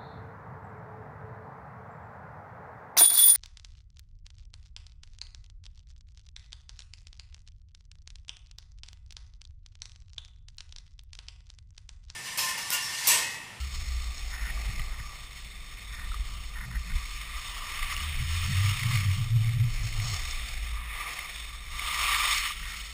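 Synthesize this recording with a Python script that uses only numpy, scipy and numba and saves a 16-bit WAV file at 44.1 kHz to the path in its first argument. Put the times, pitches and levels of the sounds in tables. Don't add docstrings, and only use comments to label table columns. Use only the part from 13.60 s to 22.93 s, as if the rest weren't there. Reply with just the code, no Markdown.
import sys
import numpy as np
from scipy import signal
from scipy.io import wavfile
from scipy.ndimage import uniform_filter1d
from numba import njit

SR = 44100
rng = np.random.default_rng(int(sys.argv[2]) if len(sys.argv) > 2 else 0)


def unload_audio(sound):
    columns = np.transpose(np.atleast_2d(sound))
    steps = np.round(np.clip(columns, -1, 1) * 32767)
    wavfile.write(sys.argv[1], SR, steps.astype(np.int16))


N = 411453


def undb(db):
    return 10 ** (np.asarray(db) / 20)


def unit(x):
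    return x / np.sqrt(np.mean(x ** 2))


def curves(table):
    s, *columns = np.transpose(table)
    return [np.interp(np.arange(N) / SR, s, c) for c in columns]


@njit
def svf(x, hz, width):
    y, band_state, low_state = np.empty(len(x)), 0., 0.
    for i in range(len(x)):
        g = np.tan(np.pi * hz[i] / SR)
        k = width[i] / hz[i]
        v = (band_state + g * (x[i] - low_state)) / (1 + g * (g + k))
        band_state = 2 * v - band_state
        low_state += 2 * g * v
        y[i] = k * v
    return y


def band(x, hz, width, skirt=1.84):
    peaks = [signal.iirpeak(hz, hz / w, fs=SR) for w in (width, skirt * width)]
    return signal.sosfilt([np.concatenate(peak) for peak in peaks], x)


def walk(rate):
    steps = np.arange(N) * rate / SR
    levels = rng.standard_normal(int(2 * steps[-1]) + 9)
    return np.interp(steps, np.arange(len(levels)), levels)


def grains(rate, spread_db):
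    size = rng.standard_normal(N) * undb(spread_db * rng.standard_normal(N))
    return unit(size * (rng.random(N) < rate / SR))


def swells(table, rise_s, fall_s):
    t = np.arange(N) / SR
    return sum(db * np.exp(-((t - s) / np.where(t < s, rise_s, fall_s)) ** 2) for s, db in table)


def blows(table, cycles, crack, crack_hz):
    tone, burst = np.zeros(N), np.zeros(N)
    for s, db, hz in table:
        turns = np.arange(int(6 * cycles * SR / hz)) * hz / SR
        push = undb(db) * (turns / cycles) * np.exp(1 - turns / cycles)
        i = int(s * SR)
        tone[i:i + len(turns)] += push * np.sin(2 * np.pi * turns)
        burst[i:i + len(turns)] += push
    noise = unit(band(rng.standard_normal(N), crack_hz, 0.84 * crack_hz))
    return tone + crack * burst * noise


# [t/s, level/dB before the mode gains]
GLIDE = [(0, -48), (.4, -48.5), (.68, -48.5), (1.06, -44), (1.3, -50), (2.0, -52), (2.39, -49),
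         (2.7, -51.5), (3.12, -52.5), (3.43, -46), (3.59, -45), (3.92, -44.5), (4.1, -41.5), (4.3, -36.5),
         (4.62, -43), (4.73, -40), (5.1, -38.5), (5.35, -37), (5.75, -50), (5.86, -44.5), (6.08, -47.5),
         (6.45, -43), (6.86, -43), (7.02, -46), (7.3, -44), (7.43, -38), (7.74, -44.5), (8.08, -50),
         (8.2, -40), (8.4, -32), (8.68, -29.5), (8.9, -35.5), (8.94, -44.5), (9.2, -45), (9.33, -49)]
# [t/s, then five gains/dB: 1 near 1.1 kHz, 2 near 1.3 and 2.9 kHz,
# 3 near 3.6 kHz, 4 above 4 kHz, 5 under 1 kHz and near 1.6 kHz]
SKI_COLOUR = [(0, -6.5, -4, -4.5, -1, -14.5), (.45, -6.5, -5, -1.5, 0, -13), (1.0, -7, -7, -7, -5, -10.5),
              (1.45, -1.5, -5, -2, -2.5, -10), (1.9, -7.5, -5, -3, -3.5, -16),
              (2.35, -4.5, -8, -1.5, -6.5, -15), (2.75, -2.5, 1, -1, -3.5, -11),
              (3.1, -4.5, -6, -4, -4, -13), (3.55, -6, -4.5, -1.5, -4.5, -20.5), (4.02, 0, -4, -4, -6, -14),
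              (4.35, -8, -4, -5, -7.5, -19), (4.65, -8.5, -2, -4.5, -5, -19), (4.95, -5.5, -1, -3, -3, -18),
              (5.3, -6.5, -4, -4, -6.5, -20.5), (5.75, -7, -3, -5, -4.5, -13), (6.0, -9, -5, -5, -4.5, -15),
              (6.32, -9, -4, -5, -3, -13), (6.5, -3, -3, -2.5, 2, -9.5), (6.9, -11, -4, -4.5, -6, -14),
              (7.28, -3, -11, -5, -12, -18), (7.45, -3.5, -8, -6.5, -10, -10.5),
              (7.8, -7, -6, -0.5, -5.5, -16), (8.3, -1.5, -2, -3, -4.5, -17), (8.55, -3, -3, -3, -5.5, -17),
              (8.85, -6.5, -3, -4, -7.5, -25), (9.1, -7.5, -1, -3, -3.5, -19),
              (9.33, -6, -1, -2, -2, -16.5)]
# [f/Hz, width/Hz, gain/dB, colour number: rounded, halves to even; 0 none, -1 last]
HOUSING_MODES = [(443, 340, 9.3, 5), (752, 244, 16.4, 5), (1045, 203, 12.8, 1), (1182, 90, 22.04, 1),
                 (1321, 71, 14.4, 1.5), (1620, 220, 6, -1), (1930, 304, 12.9, 0), (2190, 300, 16.7, 0),
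                 (2446, 320, 13.8, 0.5), (2944, 550, 16.1, 1.5), (3600, 240, 18, 3), (4293, 340, 15, 4),
                 (4606, 120, 9.9, 4), (5010, 92, 15, 4), (5400, 300, 19, 4)]


def skis():
    (glide_db,) = curves(GLIDE)
    # 1.5 dB spread, 14 a second
    colour = [1, *(undb(db + 1.5 * walk(14.)) for db in curves(SKI_COLOUR))]
    patchy = undb(0.07 * walk(5.2) + 0.66 * walk(40.) + 1.4 * walk(150.))
    snow = []
    for _ in range(2):
        crushed = rng.standard_normal(N) + 0.33 * grains(rate=1500., spread_db=5.0)
        snow.append(unit(patchy * crushed))
    rings = np.zeros(N)
    for i, (hz, width, db, number) in enumerate(HOUSING_MODES):
        gain = colour[round(number)] * undb(db + 0.96 * walk(11.))
        rings += gain * band(snow[i % 2], hz, width)
    return rings * undb(glide_db)


# [t/s, shedding f/Hz, shedding level/dB, buffeting level/dB]
WIND_COURSE = [(0.0, 67.8, -35.5, -46), (0.2, 66.6, -36, -37.5), (0.6, 50.5, -35, -38),
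               (1.15, 49.06, -37, -31), (1.5, 53.8, -46, -41.5), (1.9, 52, -50, -45),
               (2.45, 53, -41.5, -36), (3.3, 53.96, -43, -39), (4.1, 49.4, -44.5, -40),
               (4.42, 69, -37, -35), (4.8, 83, -32.5, -35.5), (5.03, 100.1, -25.5, -37),
               (5.3, 107, -29, -39), (5.56, 97, -26.5, -37), (5.78, 112, -25, -38), (6.05, 114.6, -27, -35),
               (6.25, 110, -38, -33), (6.5, 106.4, -35, -30.5), (6.6, 61.42, -39.5, -31),
               (7.12, 53, -37.5, -37), (7.5, 53.2, -48, -47.5), (8.3, 56.1, -43.5, -41),
               (8.8, 50.8, -44, -41), (9.33, 52, -42.5, -45.5)]
# [t/s, change of level/dB]
SHEDDING_SWELLS = [(.02, 7), (.6, 1), (.76, -6), (.85, 3), (3.18, 12.5), (3.35, 9), (4.3, -6), (5.16, -11),
                   (5.26, 8.5), (5.48, 4.5), (5.67, -5), (5.75, 6), (6.14, -11), (6.23, 7), (6.32, -6),
                   (6.41, 5)]
# [t/s, change of level/dB]
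HOLLOW_SWELLS = [(.88, 9), (1.1, 16), (3.05, 11), (3.14, 14), (3.32, 18.5), (4.42, 6), (4.61, 13),
                 (4.89, 15), (4.97, 5), (5.09, 8), (5.28, 10), (5.38, 8), (5.44, 8), (5.6, 17), (6.03, 9),
                 (6.17, -8), (6.3, -10), (6.47, 4), (9.04, 9)]


def wind():
    hz, shed_db, buffet_db = curves(WIND_COURSE)
    shed_db = shed_db + swells(SHEDDING_SWELLS, rise_s=.03, fall_s=0.051) + 1.8 * walk(9.7)

    eddies = rng.standard_normal(N) / np.sqrt(hz)
    for share in (.2, .4, .6):
        eddies = svf(eddies, hz, share * hz)
    locked = np.sin(2 * np.pi * np.cumsum(hz * (1 + 0.0604 * walk(25.))) / SR)
    eddies = unit(unit(eddies) + 2.03 * locked)
    buffet = unit(band(rng.standard_normal(N), 24.4, 19.3))

    hollow_db = -60.5 + 18 * np.log2(hz / 55)
    hollow_db = hollow_db + swells(HOLLOW_SWELLS, rise_s=0.054, fall_s=0.066) + 1.2 * walk(23.0)
    air = rng.standard_normal(N)
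    low_mode = (hz / 128) ** 1.7 * band(air, 122.7, 18.7)
    high_mode = undb(-17.5) * band(air, 182.7, 35)
    hollow = band(low_mode + high_mode, 147.0, 92, skirt=1.0)
    hollow = hollow / np.sqrt(uniform_filter1d(hollow ** 2, size=SR))

    murmur = unit(band(rng.standard_normal(N), 270, 690))
    out = eddies * undb(shed_db) + buffet * undb(buffet_db + 1.5 * walk(7.8))
    return out + hollow * undb(hollow_db) + murmur * undb(-66 + 0.5 * walk(3.9))


# [t/s, peak level of the envelope/dB, f/Hz]
CHIPS_AND_KNOCKS = [(.58, -29, 5370), (.974, -36, 1168), (1.194, -29.5, 2000), (1.196, -36, 1200),
                    (1.217, -33, 2100), (2.517, -35.5, 1310), (2.542, -32.5, 1196), (3.185, -48, 2230),
                    (3.456, -33.5, 2230), (4.229, -25, 2093), (4.324, -27, 1193), (4.365, -23.5, 2850),
                    (5.059, -26.5, 2283), (5.232, -25.5, 2060), (5.309, -27.5, 1162), (5.373, -23.5, 2235),
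                    (5.808, -38, 2485), (5.845, -34, 2109), (5.891, -33, 2131), (6.089, -45, 2413),
                    (6.233, -33, 5464), (6.326, -33, 2120), (6.399, -29.5, 2100), (6.543, -24, 5350),
                    (6.71, -26, 5470), (6.886, -31, 4600), (7.59, -27.5, 2100), (8.194, -25, 2173),
                    (8.905, -28, 1190)]


def ticks():
    return blows(CHIPS_AND_KNOCKS, cycles=2.65, crack=0.32, crack_hz=2830.0)


# [start t/s, length/s, level/dB]
CREAK_TIMES = [(0.716, 0.055, -41), (0.763, 0.16, -41.5), (1.301, 0.066, -49), (1.386, 0.028, -46),
               (2.298, 0.17, -47), (2.946, 0.048, -43.5), (3.002, 0.017, -41), (3.019, 0.049, -41),
               (3.107, 0.013, -41), (3.12, 0.06, -42), (3.296, 0.033, -47), (9.017, 0.14, -44.5)]
# [f/Hz, width/Hz, relative level/dB]
TUBE_MODES = [(1852, 120, 7), (2044, 59, 2), (1455, 270, -2), (1010, 180, -7.5)]


def grip():
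    t = np.arange(N) / SR
    effort = np.zeros(N)
    for s, length, db in CREAK_TIMES:
        arch = np.sqrt(np.clip(1 - (2 * (t - s) / length - 1) ** 2, 0, 1))
        effort += undb(db) * arch
    slips = grains(rate=1300.0, spread_db=3.5)
    return effort * unit(sum(undb(db) * band(slips, hz, width) for hz, width, db in TUBE_MODES))


# [t/s, peak level of the envelope/dB, f/Hz]
LOW_THUMPS = [(1.055, -24, 45.8), (1.092, -32, 90), (1.194, -34, 111), (1.399, -37, 100),
              (2.499, -27, 37.8), (2.594, -22, 45.8), (3.152, -26, 35.65), (3.312, -22.5, 30.8),
              (3.35, -21.5, 53.9), (3.75, -32, 38.6), (4.2, -27, 27.4), (6.951, -28.5, 37.7),
              (8.279, -31.5, 27.56)]


def thumps():
    return blows(LOW_THUMPS, cycles=0.48, crack=0.0061, crack_hz=166.2)


def scene():
    return (skis() + wind() + ticks() + grip() + thumps())[None]


def record(dry):
    held_rate, repeats, top_hz = 12000, 4, 15290
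    x = signal.sosfilt(signal.butter(2, 18, "high", fs=SR, output="sos"), dry)
    x = signal.sosfilt(signal.butter(8, 5580, fs=SR, output="sos"), x)
    fast = held_rate * repeats
    slow = signal.resample_poly(x, fast, SR, axis=1)[:, ::repeats]
    held = signal.resample_poly(np.repeat(slow, repeats, axis=1), SR, fast, axis=1)
    held = np.pad(held, ((0, 0), (0, 8)))[:, :N]
    return signal.sosfilt(signal.ellip(12, .2, 70, top_hz, fs=SR, output="sos"), held)


dry = scene()
out = record(dry)
unload_audio(out)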